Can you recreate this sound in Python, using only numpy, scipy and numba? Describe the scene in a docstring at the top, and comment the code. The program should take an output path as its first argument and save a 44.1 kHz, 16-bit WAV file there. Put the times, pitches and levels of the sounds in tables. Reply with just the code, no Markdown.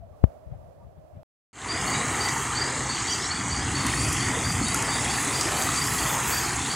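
"""A quiet night by a river opens the scene: band-shaped noise murmurs far off, faint blips sound,
a hand rumbles on the phone, and a finger knocks once by squeezing and releasing air in its left port.
After a short silence day fades in on a flooded stream: swarms of damped, gliding bubbles make gurgles,
rush, wash and spray; noise bursts slap, a bird repeats rising sine chirps and another warbles twice.
Meanwhile the phone turns towards the spray at the bank, so the sizzle and the water's colour change."""
import sys
import numpy as np
from scipy import signal
from scipy.fft import rfft, irfft
from scipy.io import wavfile
from scipy.ndimage import uniform_filter1d, map_coordinates
from numba import njit

SR = 44100
rng = np.random.default_rng(int(sys.argv[2]) if len(sys.argv) > 2 else 0)


def master_out(mix):
    """Clip the mix to full scale and print it as 16-bit PCM to the path in sys.argv[1]."""
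    frames = np.transpose(np.atleast_2d(mix))
    ceiling = np.clip(frames, -1, 1)
    pcm = np.round(ceiling * 32767).astype(np.int16)
    wavfile.write(sys.argv[1], SR, pcm)


N = 297675
TIME = np.arange(N) / SR  # s
NIGHT_END_S, DAY_START_S = 1.232, 1.53
FADE_S, FADE_START = 0.25, 0.05  # time for a linear rise from 0 to 1; gain at which the day starts

# Surges of the flood, before the balance below
# [t/s, gurgle level/dB, rush level/dB, wash level/dB, spray level/dB]
FLOOD_SURGES = [(1.76, -36.5, -32, -42, -36), (1.87, -33.5, -30.5, -43, -34),
                (2.11, -32.5, -31.5, -41, -33.5), (2.19, -36, -30.5, -40.5, -34),
                (2.97, -35, -33.5, -42.5, -35), (3.1, -37, -32.5, -38, -34.5),
                (3.36, -34, -34.5, -45.5, -36.5), (3.91, -30, -32, -37, -35),
                (4.36, -31, -31.5, -41, -33.5), (4.64, -29, -33, -43.5, -34.5),
                (4.78, -32.5, -30.5, -40.5, -33.5), (6.01, -34, -30, -38.5, -31.5),
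                (6.64, -33.5, -32, -39, -34.5)]
GURGLE_DB, RUSH_DB, WASH_DB, SPRAY_DB = -0.47, 1.08, 2.37, 0.72  # balance of the four
# Brightness of the spray as the phone faces water or bank, relative to the spray
# [t/s, sizzle level/dB, mist level/dB]
SPRAY_FACING = [(1.75, -13, -27), (2.25, -9.5, -18), (2.7, -22, -28), (2.95, -19, -23.5), (3.55, -17, -30),
                (3.95, -3.5, -20), (4.5, -7.5, -22), (5.15, -4.5, -17), (5.5, -6.5, -12.5),
                (6.25, -8.5, -12), (6.6, -8.5, -16)]
OPEN_SIZZLE_DB, BANK_SIZZLE_DB = -10.5, -8.5  # sizzle when facing open water, and the bank

# Filter colours of the water, from large bubbles to tiny: each [f/Hz, relative level/dB]
GURGLE_COLOUR = [(25, -27), (40, -15), (60, -1), (85, -3), (125, 1.5), (165, -5), (205, -7), (270, -4),
                 (330, -12), (430, -33), (600, -36)]
RUSH_COLOUR = [(230, -7), (340, 1), (440, -0.5), (570, -4), (780, 0.5), (1000, -0.5), (1200, 0.5),
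               (1600, -1.5), (1950, 0), (2300, -5), (2700, -7), (3500, -19.5), (5000, -47)]
WASH_COLOUR = [(2000, -13), (2500, 1.5), (3000, -2), (3600, 1), (4200, -1), (4800, 0), (5400, -9.5),
               (6200, -9), (8000, -37)]
SPRAY_COLOUR = [(4500, -17), (5400, -2.5), (5950, -4.5), (6350, 2.5), (6700, 2.5), (7300, 2.5), (8400, 0.5),
                (9000, -4), (9600, -18), (11000, -33)]
SIZZLE_COLOUR = [(8200, 0), (9000, 0.5), (9700, 1), (10500, 0), (11200, -28), (12500, -23)]
MIST_COLOUR = [(9500, -7), (11000, 1), (11700, -0.5), (12700, -3.5), (14000, -4), (15700, -6.5)]

MIRROR_MS, MIRROR_GAIN = 0.947, 0.18  # reflection off the water: delay and strength 0-1
# Hollows in the water's spectrum; a negative depth is a boost
# [centre f/Hz, half width f/Hz, depth level/dB facing open water, depth level/dB facing the bank]
WATER_HOLLOWS = [(579, 86, 5, 3), (2570, 98, 11.5, -1.2), (3620, 120, 3.5, 0), (4120, 160, 2.5, 6),
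                 (5400, 230, 7, 3.5), (5760, 170, 3, 0.5)]
# random wander of the centre (share) and of the depth (dB), changes per s
HOLLOW_DRIFT, HOLLOW_SWING_DB, HOLLOW_RATE = 0.026, 4.5, 10

# Drops slapping close by [t/s, relative level/dB, centre f/Hz]
DROP_SLAPS = [(2.2867, -15.5, 5500), (3.8663, -16, 8400), (4.128, -14.5, 9300), (4.684, -16, 7500),
              (4.7442, -11.5, 9500), (4.8242, -18, 8400), (5.2468, -19, 7500), (5.4108, -10.5, 6800),
              (5.6218, -17, 6750), (5.874, -18, 7700)]
# Big air pockets closing [t/s, relative level/dB, f/Hz]
AIR_GLUGS = [(2.04, -27.5, 254), (3.85, -23.5, 246), (4.293, -24.5, 268), (4.37, -24.5, 455),
             (4.613, -20, 282), (5.27, -24.5, 284), (5.457, -24, 327)]
# Wavelets plopping near the bank [t/s, relative level/dB, f/Hz]
WAVELET_PLOPS = [(2.278, -13, 2000), (2.363, -14, 880), (2.807, -13, 1920), (3.937, -8, 1840),
                 (4.721, -21, 1100), (4.746, -11, 1350), (5.185, -11, 1780), (5.307, -14, 1050),
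                 (5.689, -10.5, 1256), (5.795, -21, 1030), (6.587, -16, 1010)]

# Chirps, mostly high and low in turn, with a few deeper answers [t/s, base f/Hz, relative level/dB]
BIRD_CHIRPS = [(1.691, 4710, -28), (1.867, 4500, -30.5), (1.945, 3900, -34), (2.195, 4600, -28),
               (2.561, 4620, -26.5), (2.896, 4480, -29.5), (3.077, 4660, -28), (3.302, 4480, -29.5),
               (3.513, 4660, -28), (3.743, 4440, -30.5), (3.977, 4600, -30.5), (4.196, 4550, -31.5),
               (4.445, 4680, -29.5), (4.625, 4510, -32.5), (4.66, 3800, -35), (4.886, 4630, -29.5),
               (4.915, 3580, -33.5), (5.095, 4520, -30.5), (5.337, 4680, -29), (5.564, 4540, -33),
               (5.762, 4710, -27.5), (5.974, 4570, -35), (6.322, 4660, -28.5), (6.70, 4560, -28.5)]
# Syllables of every chirp [middle t/s after its start, half length t/s, pitch ratio, relative level/dB]
CHIRP_SYLLABLES = [(0.015, 0.02, 1.0, -1.8), (.06, 0.016, 1.015, -2), (.106, 0.026, 1.058, -10.5)]
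SYLLABLE_RISE_PER_S, CHIRP_ROUGH = 1.4, 0.37  # glide (share of the pitch per s); rms flutter of the gain
# Slurred notes of the second bird
# [start t/s, length t/s, first f/Hz, middle f/Hz, last f/Hz, level/dB before the echo]
WARBLE_NOTES = [(3.085, .034, 4720, 5100, 5500, -36), (3.098, 0.034, 3050, 3040, 3440, -33),
                (3.104, 0.036, 5260, 5960, 5730, -28), (3.206, 0.018, 5500, 5170, 4450, -36),
                (3.217, 0.016, 3620, 3850, 4800, -37), (3.227, 0.0185, 5100, 5430, 5550, -30.5),
                (3.238, 0.026, 4200, 3940, 4480, -34), (3.254, .024, 5750, 5600, 5070, -30.5)]

# Shifts of the hand on the phone [middle t/s, half length t/s, relative rumble level/dB]
HAND_SHIFTS = [(0.027, 0.044, -47), (0.127, .03, -54), (.275, 0.014, -42.5), (0.473, 0.011, -44),
               (0.527, 0.031, -37.5), (.635, 0.06, -50), (0.848, 0.043, -48), (.983, 0.011, -43),
               (1.17, 0.026, -40)]
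HOLD_DB = -57.5  # rumble of the resting hand, before the channel gains
# Colour of the rumble, with a little skin rub on top [f/Hz, relative level/dB per Hz]
HAND_COLOUR = [(20, -27), (45, -2.5), (80, 3), (120, -1.5), (190, -9.5), (300, -27.5), (1000, -39),
               (2000, -45), (3500, -53.5)]
# Faint far blips at night [t/s, f/Hz, level/dB]
NIGHT_BLIPS = [(.035, 669, -44.5), (.14, 1135, -62), (.54, 764, -49.5), (.82, 945, -56), (.835, 1180, -62),
               (1.195, 626, -47.5)]
# Colour of the night air [f/Hz, relative level/dB per Hz]
MURMUR_COLOUR = [(100, -12.5), (200, -18), (300, -15), (430, -14), (540, -7), (620, -1), (740, -9.5),
                 (900, -19), (1200, -23.5), (1600, -31.5), (2400, -37.5), (3500, -41), (7000, -44),
                 (15500, -46.5)]
MURMUR_DB = -55.5  # before the channel gains
TOP_HZ = 15750  # upper band edge of the phone


def stream():
    """Superposition of bubble sizes: each band surges by itself, then hollows are cut in the sum."""
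    gurgle_db, rush_db, wash_db, spray_db = curves(FLOOD_SURGES)
    sizzle_db, mist_db = curves(SPRAY_FACING)
    body = gurgle() * undb(gurgle_db + GURGLE_DB + 0.68 * walk(7))
    body += rush() * undb(rush_db + RUSH_DB + 0.59 * walk(8))
    body += wash() * undb(wash_db + WASH_DB)
    hiss = spray() + sizzle() * undb(sizzle_db) + mist() * undb(mist_db + 3.4 * walk(12))
    hiss *= undb(spray_db + SPRAY_DB)
    # 0 is open water, 1 is the bank
    towards_bank = np.clip((sizzle_db - OPEN_SIZZLE_DB) / (BANK_SIZZLE_DB - OPEN_SIZZLE_DB), 0, 1)
    return hollowed(body + hiss, towards_bank)


def gurgle():
    """Low resonance of large bubbles."""
    swarm = bubbles(56.35, 456, cycles=17.4, spread_db=1.0, far_db=-1.5, count=1800)
    return colour(swarm, GURGLE_COLOUR)


def rush():
    """Resonance of medium bubbles, with interference from the water surface."""
    swarm = bubbles(287.3, 3023, cycles=24.6, spread_db=2.5, far_db=1.5, count=9000)
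    return mirrored(wavering(colour(swarm, RUSH_COLOUR), depth_db=1.96, band_hz=181.5, hold_s=.12))


def wash():
    """Resonance of small bubbles, with interference from the water surface."""
    swarm = bubbles(2032, 6950, cycles=43, spread_db=3.0, far_db=-1, count=7000)
    return mirrored(wavering(colour(swarm, WASH_COLOUR), depth_db=3.6, band_hz=240, hold_s=.13))


def spray():
    """High resonance of fine bubbles, amplitude-modulated by a rapid random flicker."""
    swarm = bubbles(4360, 16500, cycles=12, spread_db=3.5, far_db=2.0, count=18000)
    fizz = swarm * undb(0.71 * walk(35))
    return wavering(colour(fizz, SPRAY_COLOUR), depth_db=1.35, band_hz=252, hold_s=.1)


def sizzle():
    """Short-lived resonance of tiny bubbles in a narrow high band."""
    swarm = bubbles(8600, 10700, cycles=12, spread_db=4, far_db=-2.5, count=7000)
    return wavering(colour(swarm, SIZZLE_COLOUR), depth_db=5.0, band_hz=260, hold_s=0.062)


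def mist():
    """The highest bubble resonances, largely merged into noise."""
    swarm = bubbles(9340, 15300, cycles=60, spread_db=4, far_db=6, count=5000)
    return wavering(colour(swarm, MIST_COLOUR), depth_db=7.5, band_hz=170, hold_s=0.09)


def bubbles(low_hz, high_hz, cycles, spread_db, far_db, count):
    """Superposed resonators of mixed size, a few of them close, over the blur of countless far ones."""
    when, pitch, life, near = rng.random((count, 4)).T
    hz = low_hz * (high_hz / low_hz) ** pitch
    size = undb(-spread_db * np.log(1 - .99 * near)) * hz / low_hz
    swarm = ring(when * N / SR, hz, max(cycles, 1) * (.5 + life), size, 0.23)
    # at far_db = 0 the blur has the same power per Hz as the swarm
    blur = np.sqrt(SR / 2 / (high_hz - low_hz)) * noise()
    return unit(swarm) + undb(far_db) * blur


@njit
def ring(starts, hz, cycles, size, rise):
    """Damped resonance gliding upward, as in bubbles nearing the surface; cycles counts to -50 dB."""
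    out = np.zeros(N)
    for k in range(len(starts)):
        first, length = int(starts[k] * SR), int(cycles[k] * SR / hz[k]) + 2
        # z is a rotating phasor, p its turn and decay per sample
        z, p = size[k] + 0j, np.exp(2j * np.pi * hz[k] / SR - 5.75 / length)
        glide = np.exp(2j * np.pi * hz[k] / SR * rise / length)
        for i in range(max(first, 0), min(first + length, N)):
            out[i] += z.imag
            z *= p
            p *= glide
    return out


def mirrored(x):
    """Interference: the water surface sends a copy a moment late, which carves soft notches."""
    late = np.interp(TIME - MIRROR_MS / 1000, TIME, x)
    return unit(x + MIRROR_GAIN * late)


def wavering(x, depth_db, band_hz, hold_s):
    """Random modulation in time and frequency: neighbouring bands swell and sink by chance; rms 1."""
    grid = dict(nperseg=1024, noverlap=768)
    f, t, cells = signal.stft(x, SR, **grid)
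    field = rng.standard_normal((400, 400))
    points = np.meshgrid(f / band_hz, t / hold_s, indexing="ij")
    swell = map_coordinates(field, points, order=1, mode="mirror")
    return unit(signal.istft(cells * undb(depth_db * swell), SR, **grid)[1][:N])


def hollowed(x, towards_bank):
    """Heterodyne filtering: wandering bands are shifted to 0 Hz, isolated, shifted back and subtracted."""
    for hz, width_hz, open_db, bank_db in WATER_HOLLOWS:
        depth_db = open_db + (bank_db - open_db) * towards_bank + HOLLOW_SWING_DB * walk(HOLLOW_RATE)
        centre_hz = hz * (1 + HOLLOW_DRIFT * walk(HOLLOW_RATE))
        carrier = np.exp(2j * np.pi * np.cumsum(centre_hz) / SR)
        low_pass = signal.butter(2, width_hz, fs=SR, output="sos")
        band = signal.sosfiltfilt(low_pass, x / carrier) * carrier
        # a boost stops at 1 dB
        x = x - (1 - undb(-np.maximum(depth_db, -1))) * 2 * band.real
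    return x


def splashes():
    """Impact and cavity resonance: near drops slap, air pockets glug and wavelets plop."""
    return drops() + pockets(AIR_GLUGS, cycles=24.6, gain_db=1.0) + pockets(WAVELET_PLOPS, cycles=37, gain_db=-9.0)


def drops(slap_s=0.0018, trail_s=0.032, trail_db=-19, drop_db=-5):
    """Impact noise: a band-limited burst decays first as a slap, then as a weaker trail of fizz."""
    out, t = np.zeros(N), TIME[:SR // 20]
    decay = np.exp(-t / slap_s) + undb(trail_db) * np.exp(-t / trail_s)
    for s, db, hz in DROP_SLAPS:
        band = signal.butter(4, [hz * .62, min(hz * 1.3, 11200)], "band", fs=SR, output="sos")
        burst = unit(signal.sosfilt(band, rng.standard_normal(len(t))))
        add(out, s, undb(db + drop_db) * burst * decay)
    return out


def pockets(rows, cycles, gain_db):
    """Damped resonance of single large bubbles close by."""
    s, db, hz = np.array(rows, float).T.copy()
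    return ring(s, hz, np.full(len(s), float(cycles)), undb(db + gain_db), 0.087)


def birds(trees_t60=0.47, trees_db=-5):
    """Reverberation by scattering: foliage returns a short decaying echo (T60 in s) of both birds."""
    out = chirps() + warbles()
    t = TIME[:SR // 2]
    echo = rng.standard_normal(len(t)) * np.exp(-np.log(1000) * t / trees_t60)
    return out + undb(trees_db) * signal.fftconvolve(out, echo / np.linalg.norm(echo))[:N]


def chirps(lead_s=.02):
    """Frequency and amplitude modulation: rising, fluttering syllables; lead_s leaves room for the onset."""
    out, t = np.zeros(N), TIME[:SR // 5] - lead_s
    for s, hz, db in BIRD_CHIRPS:
        flutter = 1 + CHIRP_ROUGH * unit(uniform_filter1d(rng.standard_normal(len(t)), SR // 150))
        for middle, half, ratio, syllable_db in CHIRP_SYLLABLES:
            pitch = hz * ratio * (1 + SYLLABLE_RISE_PER_S * (t - middle))
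            gain = undb(db + syllable_db) * flutter * bell(t, middle, half)
            add(out, s - lead_s, whistle(pitch, gain, waver=.021))
    return out


def warbles():
    """Frequency modulation: each slurred note follows a parabola through three pitches."""
    out = np.zeros(N)
    for s, length, first_hz, middle_hz, last_hz, db in WARBLE_NOTES:
        u = np.linspace(0, 1, int(length * SR))
        parabola = np.polyfit([0, .5, 1], [first_hz, middle_hz, last_hz], 2)
        gain = undb(db) * np.sqrt(np.abs(np.sin(np.pi * u)))
        add(out, s, whistle(np.polyval(parabola, u), gain, waver=.016))
    return out


def whistle(hz, gain, waver):
    """Frequency modulation: a near-sine tone whose pitch trembles; waver is the rms share."""
    tremble = unit(uniform_filter1d(rng.standard_normal(len(hz)), SR // 400))
    return gain * np.sin(2 * np.pi * np.cumsum(hz * (1 + waver * tremble)) / SR)


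def knock(at_s=.2406, press_s=0.0032, release_s=0.0002, port_hz=72, port_q=1.4, knock_db=7):
    """High-pass response to a pressure step: a finger squeezes air into the left port and lets go."""
    squeeze = np.exp(np.minimum(TIME - at_s, 0) / press_s)
    release = .5 * (1 - np.tanh((TIME - at_s) / (2 * release_s)))
    w = 2 * np.pi * port_hz
    port = signal.bilinear([1, 0, 0], [1, w / port_q, w * w], SR)  # bass roll-off, slightly resonant
    return undb(knock_db) * signal.lfilter(*port, squeeze * release)


def grip():
    """Envelope of contact noise: a steady hold plus a swell for each shift of the hand."""
    return undb(HOLD_DB) + sum(undb(db) * bell(TIME, s, half) for s, half, db in HAND_SHIFTS)


def blips(blip_s=0.014):
    """Amplitude modulation: faint trembling tones under bell-shaped envelopes."""
    return sum(whistle(np.full(N, hz), undb(db) * bell(TIME, s, blip_s), waver=0.026)
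               for s, hz, db in NIGHT_BLIPS)


def night(murmur_left_db=-3, murmur_right_db=5, grip_left_db=4, grip_right_db=-8):
    """Diffuse field: independent murmur in each channel; the hand shades the left port and rumbles on it."""
    swell = undb(MURMUR_DB + 1.1 * walk(8.7))
    hand = grip()

    def side(murmur_db, grip_db):
        """Incoherent sum of murmur and hand rumble."""
        murmur = undb(murmur_db) * swell * colour(noise(), MURMUR_COLOUR)
        return murmur + undb(grip_db) * hand * colour(noise(), HAND_COLOUR)

    left = side(murmur_left_db, grip_left_db) + knock()
    right = side(murmur_right_db, grip_right_db)
    return np.array([left, right]) + blips()


def undb(db):
    """Logarithmic level: decibels to amplitude gain."""
    return 10 ** (np.asarray(db) / 20)


def unit(x):
    """Normalisation: scale to rms 1."""
    return x / np.sqrt(np.mean(x ** 2) + 1e-18)


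def curves(rows, t=TIME):
    """Linear interpolation: each column of a table joined by straight lines in time."""
    s, *columns = np.transpose(rows)
    return [np.interp(t, s, c) for c in columns]


def colour(x, points):
    """Spectral filtering by [f/Hz, level/dB], falling 40 dB per octave outside the ends; rms 1."""
    hz, db = np.transpose(points)
    octave = np.log2(np.maximum(np.fft.rfftfreq(N, 1 / SR), 1))
    outside = np.abs(octave - np.clip(octave, np.log2(hz[0]), np.log2(hz[-1])))
    gain = undb(np.interp(octave, np.log2(hz), db) - 40 * outside)
    return unit(irfft(rfft(x) * gain, N))


def noise():
    """White noise: equal power per Hz."""
    return rng.standard_normal(N)


def walk(rate):
    """Slow random modulation: levels held 1 / rate s and smoothed twice; spread near 1."""
    k = max(int(SR / rate), 1)
    held = np.repeat(noise()[:N // k + 1], k)
    return 1.3 * uniform_filter1d(uniform_filter1d(held, k), k)[:N]


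def bell(t, middle_s, half_s):
    """Gaussian envelope: a smooth swell and fall around a moment."""
    return np.exp(-((t - middle_s) / half_s) ** 2)


def add(out, s, sound):
    """Linear superposition: mix a short sound in at time s."""
    i = max(int(s * SR), 0)
    out[i:i + len(sound)] += sound[:max(N - i, 0)]


def scene():
    """Succession and superposition: night in stereo, a silence, then the day fades in, in mono."""
    fade = np.clip(FADE_START + (TIME - DAY_START_S) / FADE_S, 0, 1) * (TIME > DAY_START_S)
    day = stream() + splashes() + birds()
    return night() * (TIME < NIGHT_END_S) + fade * day


def record(dry):
    """Saturation and band limiting: the phone clips at full scale and cuts the top."""
    low_pass = signal.ellip(10, .1, 80, TOP_HZ, fs=SR, output="sos")
    return signal.sosfilt(low_pass, np.clip(dry, -1, 1))


dry = scene()
out = record(dry)
master_out(out)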